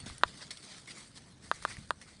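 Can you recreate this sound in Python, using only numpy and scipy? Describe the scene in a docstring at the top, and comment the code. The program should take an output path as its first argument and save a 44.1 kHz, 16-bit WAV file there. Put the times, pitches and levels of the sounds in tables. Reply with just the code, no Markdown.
"""Donkeys walk over dry leaves in a fenced paddock, above a steady rustle and a low outdoor rumble.
At first hooves thud on the soil and snap twigs, and a hard, dead knock, like hoof on wood, sounds close by.
The hooves then scuff and drag through the litter, each stroke a swarm of tiny fractures.
From 1.5 s three more knocks excite the heavily damped wood, among further scuffs, snaps and thuds."""
import sys
import numpy as np
from scipy import signal
from scipy.fft import rfft, irfft, next_fast_len
from scipy.io import wavfile
from scipy.ndimage import uniform_filter1d, map_coordinates

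SR = 44100
rng = np.random.default_rng(int(sys.argv[2]) if len(sys.argv) > 2 else 0)


def master(y):
    """Save y as 16-bit WAV."""
    cut = np.clip(np.atleast_2d(y).T, -1, 1)
    pcm = np.round(cut * 32767)  # scale
    wavfile.write(sys.argv[1], SR, pcm.astype(np.int16))


N = 97020

# Blows on wood. Each row: start in seconds, gain in dB, then brightness, click and ring in relative dB.
KNOCK_EVENTS = [(0.2354, 21.5, 1.78, -14, -20), (1.5146, 16, -4, -2.5, -16), (1.6513, 13.5, -5.5, 5, -15),
                (1.9070, 13.5, -1.96, 2, -16.5)]
# Response of the struck wood. Each row: frequency in Hz, gain in dB.
WOOD_RESPONSE = [(60, -42.5), (160, -27), (300, -14), (430, -12.5), (610, -6), (770, -9.5), (1000, -0.5),
                 (1220, 1), (1580, -2.5), (1900, -8), (2170, -26.5), (2450, -16), (3100, -16.5),
                 (3750, -12), (4600, -21.5), (5800, -32.5), (7000, -27.5), (10000, -32)]
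# Hoof strokes in the leaves. Each row: start in seconds, rise in seconds, time to fall 20 dB in seconds,
# level in dB, then grit and crispness in relative dB.
SCUFF_EVENTS = [(0, .003, 0.0059, -50, -4.5, 1), (.058, .006, 0.0615, -44.5, -7.5, 1),
                (.078, 0.0119, 0.0664, -48, -6.5, -3), (.18, .003, 0.004, -52.5, -13.5, 6),
                (.25, 0.0323, 0.0343, -51.5, -9, -2.5), (.365, 0.0141, .03, -52.5, -21.5, 1),
                (.395, 0.0334, 0.0293, -43.5, -9, -6.5), (0.505, 0.00484, 0.0262, -40.5, -5.5, 5),
                (.571, .002, .025, -48.5, -8.5, -0.5), (.62, 0.0204, 0.0428, -53, -5, 1.5),
                (.66, 0.059, .11, -48.5, -13, -4), (.873, 0.0028, 0.0636, -50.5, -6, 5),
                (.885, 0.0242, 0.057, -49, -7, 2), (.94, 0.039, 0.1192, -52.5, -2, 4.5),
                (1.14, 0.0386, 0.0252, -50, -13, 3), (1.41, 0.0383, 0.1522, -57, -3.5, 5),
                (1.52, 0.0268, 0.1057, -53, -4.5, 3), (1.618, 0.00845, 0.05, -48.5, -5, 3),
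                (1.654, 0.05745, .065, -45.5, 0, 2.5), (1.765, 0.018, 0.0938, -59, 0, 3.5),
                (2.012, 0.00368, 0.05, -52, -3.5, 3), (2.06, 0.0252, 0.1246, -59, -1, 2.5)]
# Spectra of crushed leaves and scraped grit. Each row: frequency in Hz, relative level in dB.
LEAF_SPECTRUM = [(150, -25), (400, -7.5), (800, -7.5), (1400, -6), (2100, -5), (2700, -6.5), (3400, -2),
                 (4400, 1.5), (5500, -2.5), (7200, -8.5), (8700, -3), (10500, -13)]
GRIT_SPECTRUM = [(150, -20), (500, -9), (850, -12), (1250, -5.5), (1600, -6.5), (2150, 3), (2700, -13),
                 (4000, -22), (10000, -35)]
# Twigs breaking and hooves landing on soil. Each row: start in seconds, level in dB, pitch in Hz.
TWIG_SNAPS = [(.065, -38, 597), (0.0994, -37, 1192), (.182, -37, 8760), (0.2124, -42, 1600),
              (1.6253, -38, 1307), (1.769, -34, 1906), (1.787, -48, 2276), (2.015, -40, 1885)]
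SOIL_THUDS = [(.034, -40, 140), (.063, -38, 230), (.074, -41, 110), (.107, -36.5, 70), (.256, -38.5, 75),
              (1.7824, -33.5, 120), (1.79, -41, 220), (1.812, -46, 169.2)]
# Course of the steady rustle. Each row: time in seconds, level in dB.
RUSTLE_LEVELS = [(0, -55.5), (.15, -56), (.21, -59), (.33, -54.5), (.46, -56), (.495, -60), (.55, -57),
                 (.6, -56.5), (.78, -54), (.85, -58), (1.02, -56.5), (1.13, -62), (1.29, -61), (1.39, -65),
                 (1.58, -60.5), (1.83, -59), (1.95, -64.5), (2.13, -62), (2.2, -63.5)]
# Spectra of rustling litter, distant rumble and buffeting air.
# Each row: frequency in Hz, relative level in dB.
LITTER_SPECTRUM = [(200, -10), (450, -5), (800, -5.5), (1500, -4.5), (2150, -3.5), (2700, -7.5), (3400, -2),
                   (4400, 0.5), (5600, -4.5), (7200, -8), (8700, -2.5), (10500, -12)]
RUMBLE_SPECTRUM = [(20, -22.5), (70, -13), (120, -1), (190, 0), (290, -5.5), (430, -14), (800, -19.5),
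                   (2000, -24.5), (6000, -40)]
BUFFET_SPECTRUM = [(20, -17), (45, -5), (75, 0), (115, -3.5), (200, -15.5), (400, -34.5), (2000, -70)]
# Course of the air buffeting the microphone. Each row: time in seconds, level in dB.
BUFFET_LEVELS = [(0, -60), (.12, -57), (.22, -60), (.4, -66.5), (.7, -74), (.85, -65.5), (.95, -71.5),
                 (1.1, -64.5), (1.3, -66), (1.58, -60.5), (1.82, -58), (1.95, -62), (2.2, -67.5)]


def wood_knocks():
    """An impact excites the impulse response of damped wood; a short ring and a faint echo follow."""
    out = np.zeros(N)
    for start, db, bright_db, click_db, ring_db in KNOCK_EVENTS:
        blow = impulse_response(lambda hz: along(WOOD_RESPONSE, hz)
                                + bright_db * above(hz, corner_hz=2200)
                                + click_db * above(hz, corner_hz=7500))
        ring = amp(ring_db) * diffuse_tail(t60_s=.032)
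        yard_echo = amp(-29.5) * diffuse_tail(t60_s=.2)
        path = ring + yard_echo
        path[0] = 1  # the direct sound
        add(out, start, -amp(db) * signal.fftconvolve(blow, path))
    return out


def hoof_scuffs():
    """Hooves crush leaves and scrape grit; the strokes are incoherent, so their powers add."""
    t, power = np.arange(N) / SR, np.zeros((3, N))
    for start, rise, fall, db, grit_db, crisp_db in SCUFF_EVENTS:
        swell = np.clip((t - start) / rise, 0, 1)
        decay = amp(-20 * np.maximum(t - start - rise, 0) / fall)
        layer_gains = amp([[0], [crisp_db], [grit_db]])
        power += (amp(db) * swell * decay * layer_gains) ** 2
    leaves = crackle(LEAF_SPECTRUM)
    crisp = filtered(leaves, lambda hz: above(hz, corner_hz=6000))
    layers = [leaves - crisp, crisp, crackle(GRIT_SPECTRUM)]
    return np.sum(np.sqrt(power) * layers, axis=0)


def twig_snaps(t60_s=.0087, crack_db=-9):
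    """Brittle fracture releases a broadband crack and one quickly damped resonance."""
    out, t = np.zeros(N), np.arange(SR // 20) / SR
    for start, db, hz in TWIG_SNAPS:
        snap = np.sin(2 * np.pi * hz * t) + amp(crack_db) * rng.standard_normal(len(t))
        add(out, start, amp(db - 60 * t / t60_s) * snap)
    return out


def soil_thuds(attack_s=.0019, t60_s=.06):
    """Soil yields under a hoof and responds as a damped oscillator of low frequency."""
    out, t = np.zeros(N), np.arange(SR // 4) / SR
    for start, db, hz in SOIL_THUDS:
        envelope = amp(db - 60 * t / t60_s) * (1 - np.exp(-t / attack_s))
        add(out, start, envelope * np.sin(2 * np.pi * hz * t))
    return out


def litter_rustle(flutter_db=1):
    """The herd keeps the litter stirring; many small fractures superpose into a continuous rustle."""
    level_db = np.interp(np.arange(N) / SR, *np.transpose(RUSTLE_LEVELS))
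    return amp(level_db + flutter_db * wobble(rate_hz=50)) * crackle(LITTER_SPECTRUM)


def distant_rumble(start_db=-57, fade_db_per_s=2.5, swing_db=1.5):
    """Low-frequency ambient noise, randomly modulated in amplitude, slowly fades."""
    level_db = start_db - fade_db_per_s * np.arange(N) / SR + swing_db * wobble(rate_hz=20)
    return amp(level_db) * coloured(rng.standard_normal(N), RUMBLE_SPECTRUM)


def air_buffeting(swing_db=1):
    """Light air on the microphone produces low-frequency pressure fluctuations."""
    level_db = np.interp(np.arange(N) / SR, *np.transpose(BUFFET_LEVELS))
    level_db += swing_db * wobble(rate_hz=12)
    return amp(level_db) * coloured(rng.standard_normal(N), BUFFET_SPECTRUM)


def crackle(spectrum, grains_per_s=3000, spread_db=4, grain_share=.6, clump_db=1.0655):
    """Shot noise: tiny fractures of uneven size sound in clumps over a soft hiss."""
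    impulses = (rng.random(N) < grains_per_s / SR) * rng.choice([-1, 1], N)
    sizes = amp(spread_db * np.clip(rng.standard_normal(N), -2, 2))
    grains = np.sqrt(grain_share) * unit(impulses * sizes)
    hiss = np.sqrt(1 - grain_share) * rng.standard_normal(N)
    clumps = amp(clump_db * wobble(rate_hz=250))
    return coloured(leaf_resonances((grains + hiss) * clumps), spectrum)


def leaf_resonances(x, depth_db=3.5):
    """Every leaf resonates at its own pitch, so brief, narrow patches of the spectrum stand out."""
    spectra = signal.stft(x, nperseg=512)[2]
    patches = uniform_filter1d(rng.standard_normal(spectra.shape), size=4, axis=0)  # across frequency
    patches = uniform_filter1d(patches, size=6, axis=1)  # across time
    return signal.istft(spectra * amp(depth_db * unit(patches)), nperseg=512)[1][:N]


def impulse_response(gain_db, size=4096):
    """Folding the cepstrum gives the causal, minimum-phase response for a gain in dB against Hz."""
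    cepstrum = irfft(np.log(amp(gain_db(np.fft.rfftfreq(size, 1 / SR)))))
    cepstrum[1:size // 2] *= 2
    cepstrum[size // 2 + 1:] = 0
    return irfft(np.exp(rfft(cepstrum)))


def diffuse_tail(t60_s, onset_s=.0018):
    """Scattered sound builds just after a blow and decays exponentially; its energy is 1."""
    t = np.arange(SR // 4) / SR
    onset = 1 - np.exp(-(t / onset_s) ** 2)
    scatter = rng.standard_normal(len(t)) * amp(-60 * t / t60_s) * onset
    return scatter / np.linalg.norm(scatter)


def amp(db):
    """Amplitude grows tenfold for every 20 dB."""
    return 10 ** (np.asarray(db) / 20)


def unit(x):
    """Normalisation brings the rms to 1."""
    return x / np.sqrt(np.mean(x ** 2) + 1e-20)


def along(points, hz):
    """Interpolation joins (Hz, value) points on a logarithmic frequency axis."""
    frequencies, values = np.transpose(points)
    return np.interp(np.log(hz + 1), np.log(frequencies + 1), values)


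def above(hz, corner_hz):
    """A high-pass curve steps smoothly from 0 to 1 across its corner."""
    return hz ** 6 / (hz ** 6 + corner_hz ** 6)


def filtered(x, response):
    """A linear filter multiplies the spectrum by its frequency response."""
    size = next_fast_len(len(x) + SR // 4)
    return irfft(rfft(x, size) * response(np.fft.rfftfreq(size, 1 / SR)), size)[:len(x)]


def coloured(x, spectrum):
    """Spectral weighting colours a signal, returned at rms 1."""
    return unit(filtered(x, lambda hz: amp(along(spectrum, hz))))


def wobble(rate_hz):
    """A spline through random knots, rate_hz of them a second, gives a smooth modulation."""
    knots = rng.standard_normal(int(N * rate_hz / SR) + 4)
    return map_coordinates(knots, [np.arange(N) * rate_hz / SR])


def add(out, start_s, sound):
    """A sound is superposed on the output from its start time."""
    i = max(round(start_s * SR), 0)
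    out[i:i + len(sound)] += sound[:N - i]


def scene():
    """The pressures of all sources add linearly at one microphone."""
    hooves = wood_knocks() + hoof_scuffs() + twig_snaps() + soil_thuds()
    background = litter_rustle() + distant_rumble() + air_buffeting()
    return (hooves + background)[None]


def record(dry):
    """A steep low-pass filter limits the bandwidth."""
    top_hz, slope_width_hz = 10700, 500
    return np.array([filtered(x, lambda hz: np.clip((top_hz - hz) / slope_width_hz + .5, 0, 1))
                     for x in dry])


dry = scene()
out = record(dry)
master(out)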